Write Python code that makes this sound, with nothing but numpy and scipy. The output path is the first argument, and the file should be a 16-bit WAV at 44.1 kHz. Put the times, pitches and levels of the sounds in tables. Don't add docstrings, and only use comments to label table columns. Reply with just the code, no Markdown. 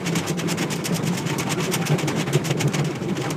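import sys
import numpy as np
from scipy import signal
from scipy.fft import rfft, irfft, next_fast_len
from scipy.io import wavfile
from scipy.ndimage import uniform_filter1d, map_coordinates

SR = 44100
rng = np.random.default_rng(int(sys.argv[2]) if len(sys.argv) > 2 else 0)


def dump(signal):
    limited = np.clip(np.atleast_2d(signal).T, -1, 1)
    pcm = np.round(limited * 32767).astype(np.int16)
    wavfile.write(sys.argv[1], SR, pcm)


def voltage_ratio(decibels):
    exponent = np.asarray(decibels, float) / 20
    return 10 ** exponent


N = 148176
T = np.arange(N) / SR

# frequency in Hz, bandwidth in Hz, gain in dB.
PANE_MODES = [(793, 10.5, 1.5), (900, 12, -10), (2220, 57, -2)]
SMACK_LINGERS = 1.3


def unit(x):
    return x / np.sqrt(np.mean(x ** 2) + 1e-20)


def wobble(rate):
    knots = rng.standard_normal(int(N * rate / SR) + 4)
    return map_coordinates(knots, [T * rate])


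def shaped(x, points, peaks=()):
    m = next_fast_len(N + 8192)
    f = np.fft.rfftfreq(m, 1 / SR)
    hz, db = np.transpose(points)
    gain = voltage_ratio(np.interp(np.log(f + 1), np.log(hz), db, left=-120)) + 0j
    resonance = 1
    for centre, width, peak_db in peaks:
        damping = 1j * f * width
        resonance = resonance + voltage_ratio(peak_db) * damping / (centre ** 2 - f ** 2 + damping)
    return unit(irfft(rfft(x, m) * gain * resonance, m)[:N])


def patchy(depth_db):
    z = signal.stft(rng.standard_normal(N), nperseg=256)[2]
    field = uniform_filter1d(rng.standard_normal(z.shape), size=3, axis=0)
    field = uniform_filter1d(field, size=6, axis=1)
    return unit(signal.istft(z * voltage_ratio(depth_db * unit(field)), nperseg=256)[1][:N])


def droplets(depth_db):
    drops_per_s, spread_db, drop_share = 6000, 2.5, 0.29
    chance, sign, size = rng.random((3, N))
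    falls = chance < drops_per_s / SR
    drops = falls * np.sign(sign - .5) * voltage_ratio(-spread_db * np.log(size + 1e-4))
    return np.sqrt(drop_share) * unit(drops) + np.sqrt(1 - drop_share) * patchy(depth_db)


def pressure():
    # time in seconds, boom in dB, running water in dB, mist in dB.
    brush_press = [
        (0, -28.5, -35, -2.5),
        (.8, -29, -37.5, 0.5),
        (1.5, -27.5, -34.5, 0.5),
        (2.72, -27, -36.5, -1),
        (2.84, -28, -38.5, -10),
        (3.2, -27, -35.5, -6),
    ]
    s, *levels = np.transpose(brush_press)
    return [np.interp(T, s, level) for level in levels]


def contact(lingers, smack):
    # contact in seconds, swell in ms, peak in dB, fall in ms
    # per 6 dB, glass smack over spray in dB. Cloth slaps on the glass, some doubled by a second contact close
    cloth_slaps = [(0.057, 14.4, -31, 15.5, 2.5), (0.115, 12, -41.5, 15, 5), (0.151, 6, -30.5, 20, -2.5),
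                   (0.182, 3.6, -30, 12, -1), (0.266, 23.5, -30, 16.5, -3.5), (0.372, 25, -35.5, 14.5, 4.5),
                   (0.486, 37, -29.5, 4, -5.5), (0.573, 16, -31, 11, 1), (0.703, 28, -29.5, 8.5, -0.5),
                   (0.754, 5.3, -35, 13, -11), (0.842, 15, -25.5, 12, -5.5), (0.943, 22, -28.5, 7.5, -7),
                   (1.052, 24.5, -31.5, 14, -3.5), (1.114, 35, -38, 20, -4), (1.168, 9.7, -29, 14.5, -5.5),
                   (1.257, 13, -36, 14, 7), (1.497, 28, -26.5, 5.5, 0), (1.574, 19, -44, 9, 11),
                   (1.62, 18.5, -32.5, 27, 3), (1.711, 11, -32.5, 28, -2), (1.7355, 4, -23, 10.5, -8.5),
                   (1.808, 18, -41, 2.5, 16), (1.856, 11, -28, 17, -2.5), (1.906, 4.3, -41, 13.5, 14.5),
                  (1.981, 8, -30, 17, 1.5), (2.024, 9, -40, -5, 13), (2.075, 5, -30.5, 15, 0),
                  (2.163, 50, -33, 10, 3.5), (2.264, 13, -46, 9.5, 21.5), (2.329, 12.6, -29.5, 17, 4),
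                  (2.442, 17, -29.5, 21, -6.5), (2.499, 9.9, -32.5, 6, 10.5),
                  (2.598, 13.6, -26.5, 8.5, 0.5), (2.676, 4.5, -32, -5, -12), (2.736, 13.7, -26, 4, 3),
                  (2.781, 14.4, -38.5, 7, 8), (2.845, 5, -38, 23, 3.5), (2.951, 6.5, -38, 4, 10),
                  (3.011, 16, -44.5, 28, 4.5), (3.08, 20, -43.5, 6, 13.5), (3.167, 3.5, -34.5, 8, 6.5),
                  (3.188, 12, -42.5, 18, 3), (3.238, 4, -36.5, 8, 3), (3.305, 4.2, -29, 4.5, -1),
                   (0.477, 17, -32.5, 17, 1),
        (0.703, 3.2, -31, 2, -4),
        (.92, 6.3, -39, 17, -2),
        (1.382, 1.6, -30, 9, -14),
        (1.393, 6.4, -28, 12, -0.5),
        (1.46, 13, -45, 14, 10),
        (2.328, 2.5, -31.5, 7, -16),
        (2.569, 5, -43.5, 41, 5),
        (2.862, 9, -42, 4, 4),
        (2.9, 8.9, -46, 16, 8),
                   (.604, 22, -30, 9, 4),
    ]
    further_strokes = [(0.001, 2, -54.5, 30, 7), (.04, 12, -45, 12, 8), (.215, 10, -48.5, 30, 7),
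                       (.66, 10, -55, 23, 14), (.785, 20, -49.5, 30, 9), (1.026, 4, -41.5, 22, 2),
                       (1.2, 16, -45, 23, 2), (1.285, 15.5, -33.5, 11, 7), (1.318, 12, -41.5, 11, 10),
                       (1.422, 12, -38, 3, 5), (1.601, 5, -36.5, 13, 9.5), (1.78, 10, -49, 20, 13),
                       (3.152, 4.6, -45, 9, 11), (3.256, 8, -47, 9, 9)]
    end_snaps = [
        (0.153, 1.5, -28.5, 4, 3),
        (0.391, 3.3, -30.5, 6, 7),
        (1.747, 3, -27, 6, -9),
        (1.866, 4, -30.5, 4, -11),
        (2.606, 5, -30.5, 3.5, 0),
        (2.721, 3, -42, 5, -4),
        (2.844, 1.8, -31.5, 4.5, -3),
        (3.2132, 3, -33.5, 9.5, 1.5),
        (3.289, 3, -45, 5, 1),
        (3.304, 1.5, -31, 4.5, -28.5),
    ]
    landing_db, touch_ms, soft_ms = 9.5, 0.47, 21
    reverb_ms, reverb_db = 6.7, -6
    power = np.zeros(N)
    for s, swell, db, fall, extra_db in cloth_slaps + further_strokes + end_snaps:
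        near = slice(max(round((s - .05) * SR), 0), round((s + .25) * SR))
        ms = (T[near] - s) * 1000
        swell = max(swell, 1)
        landing = 6 * np.clip(-ms / (touch_ms * (1 + (swell / soft_ms) ** 3)), 0, 30)
        rise = landing_db * np.clip(1 - ms / swell, 0, 1) + landing
        decay = 6.27 * np.clip((ms - swell) / max(fall * lingers, 2), 0, 30) ** 1.42
        power[near] += voltage_ratio(2 * (db + smack * extra_db - rise - decay))
    keep = np.exp(-1000 / (SR * reverb_ms))
    reverberant = signal.lfilter([1 - keep], [1, -keep], power)
    return np.sqrt(power + voltage_ratio(2 * reverb_db) * reverberant)


def slaps():
    # frequency in Hz, level in dB per Hz.
    spray_tone = [(2500, -5.5), (4300, -9.5), (5300, -3.5), (7300, -3.5), (9000, -16), (10500, -24),
                  (15000, -35)]
    # frequency in Hz, level in dB per Hz.
    mist_tone = [(8000, -1.5), (9500, -9.5), (14200, -6), (15300, -19)]
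    # frequency in Hz, level in dB per Hz.
    smack_tone = [(400, -8.5), (800, -4.5), (1400, -7.5), (2100, -2.5), (3100, -3), (4000, -13),
                  (6000, -27.5)]
    clumps = voltage_ratio(1.6 * wobble(260))
    drops = droplets(2.4)
    spray = contact(0.95, smack=0) * shaped(drops, spray_tone)
    mist_level = contact(0.84, smack=-0.48) ** 1.286 * voltage_ratio(-5 + pressure()[2])
    mist = mist_level * shaped(drops, mist_tone)
    smack = contact(SMACK_LINGERS, smack=0.62) * voltage_ratio(0.74 * wobble(45))
    return clumps * (spray + mist) + smack * shaped(droplets(0.9), smack_tone, PANE_MODES)


def boom():
    # frequency in Hz, level in dB per Hz.
    boom_tone = [(30, -30.5), (70, -30), (105, -18.5), (220, -14), (480, -17.5), (700, -25), (1500, -35),
                 (4000, -106)]
    # frequency in Hz, bandwidth in Hz, gain in dB.
    body_modes = [(155.6, 59, 15.5), (293.2, 42, 6.5), (354.6, 70, 5)]
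    level = voltage_ratio(pressure()[0] + 0.5 + 1.38 * wobble(9.16))
    return level * shaped(patchy(2.46), boom_tone, body_modes)


def water():
    # frequency in Hz, level in dB per Hz.
    water_tone = [(500, 0.5), (1000, 3), (2500, -4.5), (4000, -12.5), (8000, -19), (15000, -37)]
    sheet = shaped(patchy(2.2), water_tone, PANE_MODES)
    push = unit(contact(SMACK_LINGERS, smack=0.95) ** 0.26 + 0.085)
    return voltage_ratio(pressure()[1] + 2.97 * wobble(20)) * push * sheet


def jets():
    # frequency in Hz, level in dB per Hz.
    jet_tone = [(3000, -5), (7000, 0), (9500, -11), (15300, -11)]
    return voltage_ratio(-58.5) * shaped(droplets(2.5), jet_tone)


def drum(s, db, hz, ms, turn, rattle):
    d = np.clip((T - s) * 1000 / (0.59 * ms + 3), -6, 6)
    envelope = voltage_ratio(db + 1.5 - 7.2 * np.abs(d) ** 3.3)
    tone = np.sin(2 * np.pi * (hz * (T - s) + turn))
    return envelope * (tone + rattle)


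def panels():
    # time in seconds, level in dB, pitch in Hz, length in ms.
    door_blows = [(0.099, -24, 167.8, 80), (0.184, -25, 173, 38), (0.316, -21, 158, 8.5),
                  (0.427, -26.5, 166.7, 97), (0.938, -20, 166, 36), (1.039, -17.5, 174, 6.3),
                  (1.125, -25, 178, 71), (1.411, -25.5, 166, 22), (1.472, -23.5, 181, 19),
                  (1.577, -30.5, 165, 190), (1.802, -22.5, 167.4, 39), (1.927, -15.5, 151.4, 32),
                  (2.046, -20, 151, 30), (2.193, -19.5, 149, 37), (2.294, -21, 137, 32),
                  (2.362, -14, 142, 23), (2.512, -17, 146, 18), (2.662, -15.5, 144.4, 26.5),
                  (2.803, -17, 150, 34), (3.12, -23.5, 187, 20)]
    # time in seconds, level in dB, length in ms.
    roof_blows = [
        (1.596, -24, 23),
        (1.693, -22.5, 34),
        (1.939, -22, 34),
        (2.358, -22.5, 20),
        (2.512, -23, 14),
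        (2.803, -24.5, 18),
        (2.904, -23, 14),
        (3.083, -24, 19),
    ]
    # frequency in Hz, level in dB per Hz.
    rattle_tone = [(200, -10), (300, 14), (550, 6), (950, -3.5), (2500, -35.5)]
    roof_hz, roof_scatter = 361.3, 0.039
    rattle = voltage_ratio(-13) * shaped(patchy(2.2), rattle_tone)
    out = np.zeros(N)
    for s, db, hz, ms in door_blows:
        out += drum(s, db, hz, ms, rng.random(), rattle)
    for s, db, ms in roof_blows:
        hz = roof_hz * (1 + roof_scatter * rng.uniform(-1, 1))
        out += drum(s, db, hz, ms, rng.random(), rattle)
    return out


def pane():
    # time in seconds, level in dB, pitch in Hz, length in ms.
    pane_songs = [(1.215, -36, 900, 36), (1.33, -35, 905, 49), (1.485, -34, 898, 28),
                  (1.492, -35.5, 790, 26), (1.575, -36.5, 1377, 24), (1.7, -36.5, 530, 29),
                  (1.744, -35, 915, 35), (1.82, -34.5, 783, 42), (3.25, -39, 799, 60), (.69, -39, 1010, 45),
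                  (1.385, -39, 1096, 30)]
    # time in seconds, level in dB, pitch in Hz, length in ms.
    light_blows = [(.345, -25.5, 165, 19), (.52, -25, 172, 23), (.625, -29, 295, 24), (.76, -27, 159, 30),
                   (1.245, -24.5, 165, 61), (1.32, -28, 158, 30), (1.52, -25, 160, 26),
                   (2.865, -24.5, 151, 32), (3.19, -26.5, 310, 19), (3.215, -26.5, 137, 30),
                   (3.275, -25, 145, 23), (3.3, -28.5, 287, 47), (3.325, -27.5, 166, 24)]
    return sum(drum(*row, rng.random(), 0) for row in pane_songs + light_blows)


def scene():
    return (slaps() + boom() + water() + jets() + panels() + pane())[None]


def low_pass(x):
    return signal.sosfilt(signal.butter(12, 16270, fs=SR, output="sos"), x)


def record(dry):
    top_hz, edge_hz = 15270, 14
    f = np.fft.rfftfreq(N, 1 / SR)
    lowpass = 1 - np.tanh((f - top_hz) / (2 * edge_hz))
    skirt = voltage_ratio(-24 - np.abs(f - top_hz) / 30)
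    mix = irfft(rfft(dry) * (lowpass + skirt) / 2, N)
    return low_pass(mix)


dry = scene()
out = record(dry)
dump(out)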